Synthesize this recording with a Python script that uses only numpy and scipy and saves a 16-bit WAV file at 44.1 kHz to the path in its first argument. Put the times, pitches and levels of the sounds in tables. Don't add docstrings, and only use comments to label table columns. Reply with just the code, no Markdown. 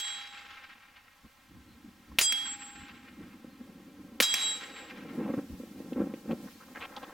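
import sys
import numpy as np
from scipy import signal
from scipy.fft import rfft, irfft, next_fast_len
from scipy.io import wavfile
from scipy.ndimage import uniform_filter1d

SR = 44100
rng = np.random.default_rng(int(sys.argv[2]) if len(sys.argv) > 2 else 0)


def dump(signal):
    limited = np.clip(np.atleast_2d(signal).T, -1, 1)
    pcm = np.round(limited * 32767).astype(np.int16)
    wavfile.write(sys.argv[1], SR, pcm)


N = 314433
TIME = np.arange(N) / SR
AGE = TIME[:2 * SR]

# muzzle_s, blast_db, thump_db, wood_echo_db, impact_s, impact_db, shimmer_db,
# smack_s (arrival at the shooter), smack_db, bite_db (relative to the smack), far_ring_db
SHOTS = [(-.062, -8, -25, -42, -.04, -6, -35, .08, -45, -8, -66),
         (2.1864, 1.5, -24, -42.5, 2.2115, -9, -29, 2.3235, -17, -13, -44),
         (4.2019, 5.5, -7, -39.5, 4.2235, -5.5, -22, 4.3409, -12, -3, -34.5)]
# hz, density_db
BLAST_SPECTRUM = [(40, -30), (250, -22), (600, -22), (1300, -11), (2600, 1), (3600, -6), (6000, -16),
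                  (15000, -30)]
GROUND_SPECTRUM = [(40, -32), (220, -21), (600, -21), (1600, -4), (2600, 0), (5000, -6), (9000, -11),
                   (15000, -16)]
THUMP_SPECTRUM = [(20, -36), (70, -24), (220, -5), (520, 0), (720, -7), (1100, -8), (1700, -9), (4000, -34)]
# hz, density_db
SMACK_SPECTRUM = [(200, -24), (1000, -19), (1800, -6), (2450, 0), (3200, -15), (7200, -17), (15000, -20)]
BITE_SPECTRUM = [(3900, -30), (4900, -4), (5700, 0), (7000, -28)]
# hz, density_db
FAR_RING_SPECTRUM = [(300, -26), (1100, -8), (2400, 0), (5500, -5), (8000, -14), (11500, -19), (13500, -20),
                     (16000, -31)]
# pitch_hz, peak_db (relative to the far ring)
HIGH_MODES = [(9790, -19), (10550, -18), (11500, -17), (13400, -16)]
# hz, density_db
WOODS_SPECTRUM = [(200, -34), (600, -21), (1300, -3), (2400, 0), (3700, -5), (5700, -11), (8500, -19),
                  (14000, -32)]
# echo_delay_s, level_db (over the scatter)
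STANDS = [(.14, 3), (.28, 2.5), (.385, -4), (.44, 3), (.53, -3), (.58, 5.5), (.635, 3.5), (.705, 5.5),
          (.775, 6), (.9, 5.5), (1.04, 7.5), (1.14, 6)]
# hz, density_db
CRACK_SPECTRUM = [(200, -14), (1000, -6), (2800, 0), (5000, -6), (8500, -8), (12500, -2), (16000, -6)]
SPLASH_SPECTRUM = [(150, -14), (700, -10), (2000, -2), (5000, 0), (7500, -3), (10000, -10), (15000, -17)]
SHIMMER_SPECTRUM = [(300, -26), (1100, -7), (2400, 0), (4000, -3), (5500, -4), (8000, -11), (11500, -17),
                    (15000, -29)]
# pitch_hz, t60_s, rest_lobe_phase_rad, port_phase_rad (between the two ports),
# left_minus_right_db, hit_1_db, hit_2_db, hit_3_db
PLATE_MODES = [(815, 1.65, .8, .3, 0, -46, -41.5, -44), (3293, .52, 1.63, 1.4, -5, -17.5, -9, 4),
               (3869, .62, 1.87, .2, -1, -24, -35, -1), (4868, .34, 2.47, .5, -2, -39, -14, -17),
               (5375, .1, .21, .6, 0, -12, -13, -9), (6313, .1, 1.44, .6, 0, -12, 3, -6),
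               (7099, .09, .11, .7, 0, -12, -7, -9), (7643, .7, 1.85, .62, -1, -24, -12.3, -7),
               (9269, .23, 2.4, 1.6, 0, -33, -12, -26)]
# size_rad_per_khz (of lobe phase), rate_hz, start_angle_rad,
# lean_rad_per_khz, fill_ratio (share of the ring left between lobes)
TWISTS = [(.364, .678, -.4, -.668, .08), (.45, 1.44, -.09, 0, .08), (.08, 3.09, 2.62, 0, .1)]
# time_s, buffet_db (low), flutter_db (brighter)
BREEZE = [(0, -82, -85), (.35, -72, -74), (1.36, -82, -90), (1.49, -64, -86), (2.5, -59.5, -82),
          (3.1, -57, -71), (4.1, -54, -65), (4.45, -60, -55), (4.85, -61, -59), (5.05, -45, -55),
          (5.3, -42, -44), (5.48, -52, -64), (5.85, -48, -58), (6.06, -41, -49), (6.21, -53, -59),
          (6.4, -47, -56), (6.57, -58, -68), (7.13, -60, -56)]
# peak_s, length_s, buffet_db, rumble_db
GUSTS = [(1.255, .05, -61, -57), (1.56, .16, -59, -57), (1.71, .18, -61, -60), (1.865, .11, -57, -61),
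         (2.13, .12, -57, -55), (2.81, .08, -58, -56), (3.22, .1, -53, -60), (3.605, .04, -51, -66),
         (5.22, .11, -41, -64), (5.385, .04, -35, -58), (5.525, .07, -52, -47), (6.005, .13, -35.5, -54),
         (6.316, .09, -37, -62)]
# hz, density_db
BUFFET_SPECTRUM = [(15, -58), (25, -50), (80, -23), (130, -5), (200, 0), (300, -2.5), (420, -13),
                   (650, -30), (1500, -43), (4000, -64)]
FLUTTER_SPECTRUM = [(20, -40), (150, -15), (410, 0), (520, -3), (650, -10), (780, -10), (1400, -17),
                    (2600, -28), (5000, -54)]
RUMBLE_SPECTRUM = [(15, -42), (25, -30), (45, -10), (75, 0), (110, 1), (200, -15), (500, -40), (2000, -62)]
# start_s, peak_db
KICKS = [(3.445, -38), (5.185, -31), (5.213, -27), (5.301, -28), (5.339, -22), (5.39, -24), (5.6, -33),
         (5.635, -32), (5.803, -31), (5.923, -27), (5.961, -27), (5.98, -25), (6.003, -19), (6.018, -20),
         (6.138, -26), (6.259, -35), (6.313, -24), (6.33, -22)]
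# hz, density_db
KICK_SPECTRUM = [(20, -62), (150, -11), (240, 0), (380, -4), (520, -7), (700, -25), (1600, -36),
                 (4000, -62)]
# start_s, length_s, level_db (before a 4 dB trim), brightest_hz
RUSTLES = [(.958, .02, -58, 2900), (2.114, .006, -54, 1000), (5.335, .007, -42, 1200),
           (5.928, .008, -53, 2900), (6.138, .014, -53, 2500), (6.308, .013, -45.5, 2650),
           (6.472, .018, -49, 1400), (6.601, .04, -52, 1500), (6.683, .006, -49, 1100),
           (6.749, .028, -44, 1800), (6.804, .053, -40, 2550), (6.78, .35, -52, 1600),
           (6.963, .005, -43.5, 3500), (6.972, .009, -49, 3200), (6.966, .016, -40.5, 950),
           (7.025, .012, -39, 900), (7.027, .018, -50, 3100)]
# start_s, pitch_hz (at the start), level_db (before a 2 dB trim)
CHIRPS = [(1.67, 4250, -70), (3.48, 4300, -69), (6.51, 4350, -68)]
# time_s, level_db (before a 2 dB trim)
TWIG_LEVELS = [(0, -76), (3.4, -75), (4.8, -68), (5.35, -61), (5.9, -63), (6.5, -61), (7.13, -62)]
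# hz, density_db
TWIG_SPECTRUM = [(500, -5), (2000, 2), (5500, 0), (10000, -5), (13000, -2), (16000, -5)]
HUSH_SPECTRUM = [(25, -2), (140, -1), (330, -13), (1000, -2), (2000, -4), (3500, -9), (6000, -15),
                 (10000, -20), (13000, -18), (16000, -20)]

GROUND_DB, GROUND_T60_S = -17, .12
STAND_SPREAD_S = .021
EDDY_PER_S, EDDY_DB = 70, 2.2
GUST_FLUTTER_DB, FLUTTER_GROWTH = 8, 1.5
RUMBLE_DB, RUMBLE_GROWTH = -53, .27
RUSTLE_ATTACK_S, RUSTLE_RELEASE_S = .002, .005
CRACKLE_PER_S, CRACKLE_DB = 700, 3.5
BODY_LOSS_DB, BODY_S = -14, .018
LIMIT_DB, RECOVER_S, CEILING_DB = -13, .09, -9
COPY_DELAY_S = .003775
TOP_HZ = 16500


def gunfire():
    out = np.zeros((2, N))
    for muzzle_s, blast_db, thump_db, echo_db, *_, smack_s, smack_db, bite_db, ring_db in SHOTS:
        blast = snap(BLAST_SPECTRUM, t60=.017, side_db=-28)
        ground = undb(GROUND_DB) * burst(GROUND_SPECTRUM, t60=GROUND_T60_S, side_db=-20)
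        add(out, muzzle_s, undb(blast_db) * (blast + ground))
        add(out, muzzle_s, undb(thump_db) * snap(THUMP_SPECTRUM, t60=.045, side_db=-26))
        add(out, muzzle_s, undb(echo_db) * wood_echo())
        smack = snap(SMACK_SPECTRUM, t60=.009, side_db=-18)
        bite = undb(bite_db) * snap(BITE_SPECTRUM, t60=.009, side_db=-18)
        add(out, smack_s, undb(smack_db) * (smack + bite))
        add(out, smack_s, undb(ring_db) * far_ring())
    return out


def far_ring():
    partials = 0
    for hz, db in HIGH_MODES:
        partials = partials + undb(db) * np.sin(2 * np.pi * (hz * AGE + rng.random()))
    return burst(FAR_RING_SPECTRUM, t60=.7, side_db=-10) + partials * fade(.6)


def wood_echo():
    clumps_db = sum(db * np.exp(-((AGE - delay) / STAND_SPREAD_S) ** 2) for delay, db in STANDS)
    uneven_db = 1.6 * walk(110, len(AGE)) + 2.2 * walk(900, len(AGE))
    scatter = wide(WOODS_SPECTRUM, len(AGE), side_db=-10) * undb(clumps_db + uneven_db)
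    hz, s, bands = signal.stft(scatter, SR, nperseg=2 ** 8)
    loss_db = s * (11 + .004 * hz[:, None]) + 3.3 * s ** 2
    echo = signal.istft(bands * undb(-loss_db), SR)[1][:, :len(AGE)]
    return echo * (1 - np.exp(-AGE / .13))


def at_the_plate():
    out = np.zeros((2, N))
    for hit, (muzzle_s, _, _, _, impact_s, impact_db, shimmer_db, *_) in enumerate(SHOTS):
        crack = undb(-17.5) * snap(CRACK_SPECTRUM, t60=.012, side_db=-18)
        crack_tail = undb(-26) * burst(CRACK_SPECTRUM, t60=.16, side_db=-15)
        add(out, muzzle_s + .004, crack + crack_tail)
        splash = undb(impact_db) * burst(SPLASH_SPECTRUM, t60=.1, side_db=-10)
        shimmer = undb(shimmer_db) * burst(SHIMMER_SPECTRUM, t60=.6, side_db=-5)
        struck = splash + shimmer + plate_ring(hit)
        add(out, impact_s, undb(5.3) * gain_control(struck, limit_db=-28, recover_s=.22))
    return out


def plate_ring(hit):
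    size, rate, start, lean, fill = TWISTS[hit]
    twist = lean + size * np.sin(2 * np.pi * rate * AGE + start) * np.exp(-AGE / 1.5)
    ring = 0
    for hz, t60, rest, port, pan_db, *hit_db in PLATE_MODES:
        lobe = hz / 1000 * twist + rest
        beam = np.cos(lobe) + fill * 1j * np.sin(lobe)
        vibration = np.exp(2j * np.pi * (hz * AGE + rng.random())) * fade(t60)
        wave = beam * vibration * undb(hit_db[hit])
        port_gain = undb(np.array([[pan_db], [-pan_db]]) / 2)
        ports = port_gain * np.exp(1j * np.array([[0], [port]]))
        ring = ring + np.sqrt(2) * np.real(ports * wave)
    return ring * (1 - np.exp(-AGE / .006))


def wind():
    times, buffet_db, flutter_db = np.transpose(BREEZE)
    breeze = undb(np.interp(TIME, times, buffet_db))
    breeze_flutter = undb(np.interp(TIME, times, flutter_db))
    gusts, push = np.zeros(N), np.zeros(N)
    for s, length, db, rumble_db in GUSTS:
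        add(gusts, s - length / 2, undb(db) * swell(length))
        add(push, s - length / 2, undb(rumble_db) * swell(length))
    eddies = undb(EDDY_DB * walk(EDDY_PER_S, N))
    buffet = eddies * np.hypot(breeze, gusts)
    gust_flutter = undb(GUST_FLUTTER_DB) * gusts ** FLUTTER_GROWTH
    flutter = eddies * np.hypot(breeze_flutter, gust_flutter)
    breeze_rumble = undb(RUMBLE_DB + 2.5 * walk(16, N)) * breeze ** RUMBLE_GROWTH
    rumble = np.hypot(breeze_rumble, push)
    return (buffet * wide(BUFFET_SPECTRUM, N, side_db=-24)
            + flutter * wide(FLUTTER_SPECTRUM, N, side_db=-20)
            + rumble * wide(RUMBLE_SPECTRUM, N, side_db=-14))


def kicks():
    out, thud = np.zeros(N), click(KICK_SPECTRUM)
    for s, db in KICKS:
        add(out, s, undb(db) * thud)
    return out


def rustles():
    out = np.zeros((2, N))
    for s, length, db, hz in RUSTLES:
        age = AGE[:int((length + RUSTLE_RELEASE_S) * SR)]
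        attack = np.minimum(age / RUSTLE_ATTACK_S, 1)
        release = np.minimum(age[::-1] / RUSTLE_RELEASE_S, 1)
        body_db = BODY_LOSS_DB * np.exp(-length / BODY_S)
        tone = [(hz / 12, body_db - 16), (hz / 4, body_db - 1), (hz * .7, body_db),
                (hz, 0), (hz * 1.3, -7), (hz * 2.1, -25), (hz * 5, -50)]
        crackle = undb(CRACKLE_DB * walk(CRACKLE_PER_S, len(age)))
        hiss = wide(tone, len(age), side_db=-14)
        add(out, s, undb(db - 4) * attack * release * crackle * hiss)
    return out


def bird():
    out = np.zeros(N)
    for s, hz, db in CHIRPS:
        shape = swell(.09)
        fall = .025 * np.linspace(0, 1, len(shape))
        waver = .025 * walk(300, len(shape))
        pitch = hz * (1 - fall + waver)
        add(out, s, undb(db - 2) * shape * np.sin(2 * np.pi * np.cumsum(pitch) / SR))
    return out


def field():
    hush = wide(HUSH_SPECTRUM, N, side_db=-9) * undb(-64 + .7 * walk(4, N))
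    twig_db = np.interp(TIME, *np.transpose(TWIG_LEVELS)) - 2 + 1.2 * walk(25, N)
    return hush + wide(TWIG_SPECTRUM, N, side_db=-3) * undb(twig_db)


def gain_control(x, limit_db, recover_s):
    power = uniform_filter1d(np.mean(x ** 2, axis=0), size=128)
    excess = np.maximum(10 * np.log10(np.abs(power) + 1e-12) - limit_db, 1e-12)
    elapsed = TIME[:len(power)] / recover_s
    cut_db = np.exp(np.maximum.accumulate(np.log(excess) + elapsed) - elapsed)
    return x * undb(-cut_db)


def snap(spectrum, t60, side_db):
    phases = np.exp(1j * np.angle(rfft(burst(spectrum, t60, side_db))))
    even = irfft(phases * colour(spectrum, len(AGE)), len(AGE)) * fade(10 * t60)
    return even * fade(t60).std() / even.std()


def burst(spectrum, t60, side_db):
    size = min(int(1.5 * t60 * SR), len(AGE))
    hiss = wide(spectrum, size, side_db)
    return np.pad(hiss, ((0, 0), (0, len(AGE) - size))) * fade(t60)


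def click(spectrum):
    cepstrum = irfft(np.log(colour(spectrum, len(AGE))))
    x = irfft(np.exp(rfft(2 * cepstrum[:len(cepstrum) // 2], len(cepstrum))))
    return x / np.abs(x).max()


def wide(spectrum, size, side_db):
    side = noise(spectrum, size) * np.array([[1], [-1]])
    return noise(spectrum, size) + undb(side_db) * side


def noise(spectrum, size):
    padded = next_fast_len(size, True)
    x = irfft(rfft(rng.standard_normal(padded)) * colour(spectrum, padded), padded)
    return x[:size] / x.std()


def colour(spectrum, size):
    hz, db = np.transpose(spectrum)
    bins = np.maximum(np.fft.rfftfreq(size, 1 / SR), 1)
    return undb(np.interp(np.log(bins), np.log(hz), db))


def walk(rate, size):
    steps = np.arange(size) * rate / SR
    count = int(steps[-1]) + 2
    x = np.interp(steps, np.arange(count), rng.standard_normal(count))
    return x / x.std()


def swell(length):
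    return np.sqrt(2 * np.hanning(int(length * SR)))


def fade(t60):
    return np.exp(-np.log(1000) * AGE / t60)


def undb(db):
    return 10 ** (np.asarray(db) / 20)


def add(track, s, sound):
    start = int(round(s * SR))
    first, last = max(start, 0), min(start + sound.shape[-1], N)
    track[..., first:last] += sound[..., first - start:last - start]


def scene():
    near = gunfire() + wind() + kicks() + rustles() + bird() + field()
    near = gain_control(near, limit_db=LIMIT_DB, recover_s=RECOVER_S)
    near = undb(CEILING_DB) * np.tanh(near / undb(CEILING_DB))
    out = near + at_the_plate()
    add(out, COPY_DELAY_S, .6 * near)
    return out


def record(dry):
    return signal.sosfilt(signal.ellip(8, .2, 70, TOP_HZ, fs=SR, output="sos"), dry)


dry = scene()
out = record(dry)
dump(out)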